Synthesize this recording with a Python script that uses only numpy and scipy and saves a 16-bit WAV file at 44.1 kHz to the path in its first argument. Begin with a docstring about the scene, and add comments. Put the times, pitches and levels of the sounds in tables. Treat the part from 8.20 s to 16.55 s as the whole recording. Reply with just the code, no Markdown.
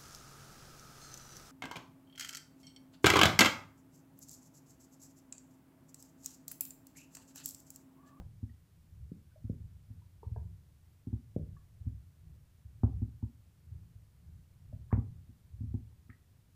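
"""A wet squelch comes first, over a low rumble: hands squeeze air out of a lump of soft slime.
They knead it above a table in a small bare room, close to a microphone standing on the table top.
Forearms and knuckles thump the top and keep it trembling, palms clap the lump, and trapped air
pockets pop. The room rings after each sound, over a faint steady hiss."""
import sys
import numpy as np
from scipy import signal
from scipy.fft import rfft, irfft
from scipy.io import wavfile
from scipy.ndimage import uniform_filter1d

SR = 44100
rng = np.random.default_rng(int(sys.argv[2]) if len(sys.argv) > 2 else 0)


def log_audio(samples):
    """Write samples as a 16-bit WAV file to the path given in sys.argv[1]."""
    # one column per channel
    frames = np.atleast_2d(samples).T
    # limit to full scale, then quantise
    limited = np.clip(frames, -1, 1)
    pcm = np.round(limited * 32767).astype(np.int16)
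    wavfile.write(sys.argv[1], SR, pcm)


N = 368233

# arms and knuckles on the table: (time [s], relative force [dB], contact time [ms])
THUMPS = [(0.2286, -27, 2.8), (0.802, -32, 8.4), (1.2423, -28, 3.5), (1.2978, -26, 4.9),
          (1.443, -30.5, 7.4), (1.7021, -34, 4.2), (2.064, -25, 6.8), (2.116, -21, 6.4),
          (2.162, -24.5, 8.7), (2.8704, -32, 1.8), (2.9286, -22.5, 2.36), (3.163, -29.5, 2.8),
          (3.605, -28, 7.8), (3.667, -24, 3.74), (4.45, -33.5, 6.9), (4.634, -13, 2.7), (4.698, -38.5, 1.7),
          (4.819, -21, 2.6), (5.0279, -23.5, 2.7), (5.5113, -33.5, 5.9), (5.751, -34, 8.1),
          (6.5307, -28.5, 4.64), (6.728, -14, 3.8), (6.7773, -19, 2.64), (7.092, -42.5, 2.5),
          (7.333, -26.5, 10.6), (7.4072, -25, 3.8), (7.4348, -28, 3.5), (7.5412, -23.5, 1.74),
          (7.893, -41.5, 1.6)]
# the top under the microphone: (pitch [Hz], width [Hz], gain [dB], way it moves the microphone [+1/-1])
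TABLE_MODES = [(65.4, 24.3, -6.5, -1), (104.7, 33.5, 3, 1), (243.3, 68, 2.3, -1), (335, 65, -9, -1)]
# large folds of air squeezed out:
# (time [s], level [dB], lowest pitch [Hz], brightness [Hz], width [share of the lowest pitch])
SQUELCHES = [(0.002, -48.5, 368, 1500, 1.0), (2.03, -45, 429, 880, 0.36), (2.161, -46.5, 438, 890, 0.29),
             (4.633, -36, 358, 1360, 0.52), (6.7265, -31.5, 376, 2100, 0.6)]
# resonances of one fold: (pitch [multiple of the lowest], gain [dB])
FOLD_MODES = [(1, -2.5), (2.12, -0.5), (3.2, -9), (5.15, -11)]
# small air pockets bursting: (time [s], peak [dB], pitch [Hz], width [Hz], overtone gain [dB])
POPS = [(0.294, -67, 1890, 170, -25), (1.113, -72.5, 1520, 90, -25), (1.157, -56, 610, 110, -29),
        (1.816, -68.5, 960, 109, -23), (2.160, -48.5, 664, 200, -28), (2.160, -65.5, 1620, 200, -25),
        (3.365, -60.5, 1135, 140, -9), (5.025, -57, 860, 280, -20), (6.526, -52, 600, 171, -26),
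        (6.706, -57, 1020, 250, -8), (6.7149, -45.5, 1116, 188, -11), (6.7311, -40, 1010, 380, -20),
        (7.894, -61, 1280, 125, -4), (7.901, -47.5, 1910, 705, -25), (7.927, -60, 1905, 150, -27)]
# palms closing on the lump: (time [s], puff peak [dB], brightness [Hz], peak of the hollow [dB])
CLAPS = [(0.9170, -43.5, 490, -34.5), (1.2970, -35, 537, -29), (2.87, -42.5, 370, -39.5),
         (3.1627, -24.5, 580, -29), (6.727, -37.5, 452, -29)]
# squeezes of the lump: (time of the hardest press [s], relative level [dB], build-up time [s])
SQUEEZES = [(0.0, -46.5, 0.3), (0.83, -55, 0.35), (1.42, -52, 0.37), (1.76, -55.5, 0.15), (2.22, -46, 0.28),
            (3.22, -42, 0.1), (3.7, -49.5, 0.19), (4.09, -52, 0.16), (4.77, -44.5, 0.25),
            (5.55, -49.5, 0.18), (6.09, -53.5, 0.19), (6.559, -49.5, 0.29), (6.92, -49.5, 0.31),
            (7.52, -47, 0.29)]
# the trembling table: (frequency [Hz], relative density [dB])
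RUMBLE_SPECTRUM = [(20, -10), (38, -14.5), (55, -1), (85, 4.5), (120, -3), (165, -5), (240, -33),
                   (350, -31.5), (600, -49.5), (1500, -87)]
# the small bare room: (frequency [Hz], time to fall by 60 dB [s])
ROOM_DECAY = [(70, 0.58), (150, 0.3), (400, 0.28), (1000, 0.28), (3000, 0.19)]
# the background hiss: (frequency [Hz], relative density [dB])
HISS_SPECTRUM = [(20, 9), (200, 19.5), (400, 9.5), (800, 4.5), (1500, 2.5), (3000, -0.5), (6000, -2.5),
                 (15000, -3)]


def thumps(spread_db_per_ms=0):
    """Flesh cushions each blow; the table's modes swell and die as the bending wave crosses it."""
    t = np.arange(SR // 4) / SR
    ring, force = np.zeros(len(t)), np.zeros(N)
    for hz, width, db, way in TABLE_MODES:
        age = np.pi * width * t
        ring += np.sign(way) * gain_of(db) * age * np.exp(-age) * np.sin(2 * np.pi * hz * t)
    lead_s = 0.01  # centres each push on its time
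    for s, db, contact_ms in THUMPS:
        push = np.exp(-8 * ((t - lead_s) * 1000 / contact_ms) ** 2)
        add(force, s - lead_s, gain_of(db + spread_db_per_ms * contact_ms) * push / push.sum())
    return signal.fftconvolve(force, ring)[:N]


def pops(spatter_db=-10, spatter_s=0.02, scatter_octaves=0.4, neighbours=6):
    """Each pocket bursts; the more it tears, the more loudly its small neighbours burst after it."""
    out = np.zeros(N)
    for s, db, hz, width in air_pockets():
        add(out, s, bubble(db, hz, width))
        tearing = width / hz
        for late, shift in rng.random((neighbours, 2)):
            neighbour_hz = hz * 2 ** (scatter_octaves * (2 * shift - 1))
            add(out, s + spatter_s * late, tearing * bubble(db + spatter_db, neighbour_hz, width))
    return out


def air_pockets(dull_db_per_octave=45, width_growth=0.66, overtone_ratio=1.5):
    """Air rings in folds, small pockets and smacks: (time [s], peak [dB], pitch [Hz], width [Hz])."""
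    for s, db, hz, top_hz, share in SQUELCHES:
        for multiple, mode_db in FOLD_MODES:
            dull_db = dull_db_per_octave * max(np.log2(multiple * hz / top_hz), 0)
            yield s, db + mode_db - dull_db, multiple * hz, share * hz * multiple ** width_growth
    for s, db, hz, width, overtone_db in POPS:
        yield s, db, hz, width
        yield s, db + overtone_db, overtone_ratio * hz, width
    # the slime smacks with each knock, less the slower the knock
    smack_db, smack_db_per_ms, smack_hz, smack_width_hz = -20, -7.5, 775, 320
    for s, db, contact_ms in THUMPS:
        yield s, db + smack_db + smack_db_per_ms * contact_ms, smack_hz, smack_width_hz


def bubble(db, hz, width, rise=0.012):
    """An air pocket rings for a few cycles; its pitch climbs a little as the hole widens."""
    age = np.pi * width * np.arange(SR // 12) / SR / 2  # 1 at the loudest moment
    turns = np.cumsum(hz * (1 + rise * np.tanh(age - 1))) / SR
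    return gain_of(db) * (age * np.exp(1 - age)) ** 2 * np.sin(2 * np.pi * turns)


def claps(lowest_hz=135, hollow_hz=185, hollow_width_hz=185):
    """A palm drives a dull puff of air out of the lump; the hollow between the hands answers briefly."""
    out, impulse = np.zeros(N), signal.unit_impulse(SR // 10)
    for s, db, top_hz, hollow_db in CLAPS:
        puff = signal.sosfilt(signal.butter(7, top_hz, fs=SR, output="sos"), impulse)
        puff = signal.sosfilt(signal.butter(1, top_hz / 2, fs=SR, output="sos"), puff)
        puff = signal.sosfilt(signal.butter(3, lowest_hz, "high", fs=SR, output="sos"), puff)
        add(out, s, -gain_of(db) * puff / abs(puff).max())
        add(out, s, -bubble(hollow_db, hollow_hz, hollow_width_hz))
    return out


def rumble(gain_db=2.5, rest_db=-66, build_db=20, release_db_per_s=79.5):
    """The arms keep the table trembling under the microphone; each squeeze builds, peaks and lets go."""
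    t = np.arange(N) / SR
    presses_db = [db - np.maximum(build_db * (s - t) / build_s, release_db_per_s * (t - s))
                  for s, db, build_s in SQUEEZES]
    effort = np.sqrt(gain_of(rest_db) ** 2 + (gain_of(presses_db) ** 2).sum(0))
    return gain_of(gain_db) * effort * noise(RUMBLE_SPECTRUM)


def room(sound, delay_s, build_s, tails=4):
    """The hands move about, so the pattern of reflections at the microphone keeps changing."""
    turn = np.pi * np.arange(N) / SR
    out = np.zeros(N)
    for k in range(tails):
        share = np.cos(turn + np.pi * k / tails)
        out += signal.fftconvolve(sound * share, room_tail(delay_s, build_s))[:N]
    return out * np.sqrt(2 / tails)


def room_tail(delay_s, build_s):
    """Dense reflections build up, then die band by band, the bass last."""
    hz, t, bands = signal.stft(rng.standard_normal(SR), SR, nperseg=512)
    decay = gain_of(-60 * t / value_at(ROOM_DECAY, hz)[:, None])
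    echoes = signal.istft(bands * decay, SR)[1][:SR]
    age = np.maximum(np.arange(SR) / SR - delay_s, 0)
    spectrum = rfft(echoes * (1 - np.exp(-age / build_s)))
    band_power = uniform_filter1d(abs(spectrum) ** 2, size=90)
    return irfft(spectrum / np.sqrt(band_power), SR)  # equal power in every band


def hiss(level_db=-73.5):
    """A faint steady hiss lies behind everything."""
    return gain_of(level_db) * noise(HISS_SPECTRUM)


def noise(spectrum):
    """Noise of rms 1 with the given spectral shape."""
    shape = gain_of(value_at(spectrum, np.fft.rfftfreq(N, 1 / SR)))
    x = irfft(rfft(rng.standard_normal(N)) * shape, N)
    return x / x.std()


def gain_of(db):
    """Decibels to gain."""
    return 10 ** (np.asarray(db) / 20)


def value_at(points, hz):
    """A curve's value at hz, its points joined on a log frequency axis."""
    f, value = np.transpose(points)
    return np.interp(np.log(hz + 1), np.log(f + 1), value)


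def add(mix, s, sound):
    """Lays a sound into the mix at time s."""
    part = mix[max(round(s * SR), 0):][:len(sound)]
    part += sound[:len(part)]


def scene(thump_room_db=-15.0, clap_room_db=-8, pop_room_db=-7.0):
    """Table, hands and slime close to the microphone, the room and the hiss behind them; mono."""
    palms, slime = claps(), pops()
    near = thumps() + palms + slime + rumble()
    # a slow push rocks the whole top, so it spreads more sound into the room than a quick knock
    table_send = gain_of(thump_room_db) * thumps(spread_db_per_ms=1.48)
    hands_send = gain_of(clap_room_db) * palms + gain_of(pop_room_db) * slime
    boom = room(table_send, delay_s=0.0082, build_s=0.013)
    echo = room(hands_send, delay_s=0.0036, build_s=0.0025)
    return (near + boom + echo + hiss())[None]


def record(dry, edge_hz=15520):
    """The recorder's band limit cuts the highest treble."""
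    lowpass = signal.firwin(1023, edge_hz, window=("kaiser", 9), fs=SR)
    return signal.oaconvolve(dry, lowpass[None], "same")


dry = scene()
out = record(dry)
log_audio(out)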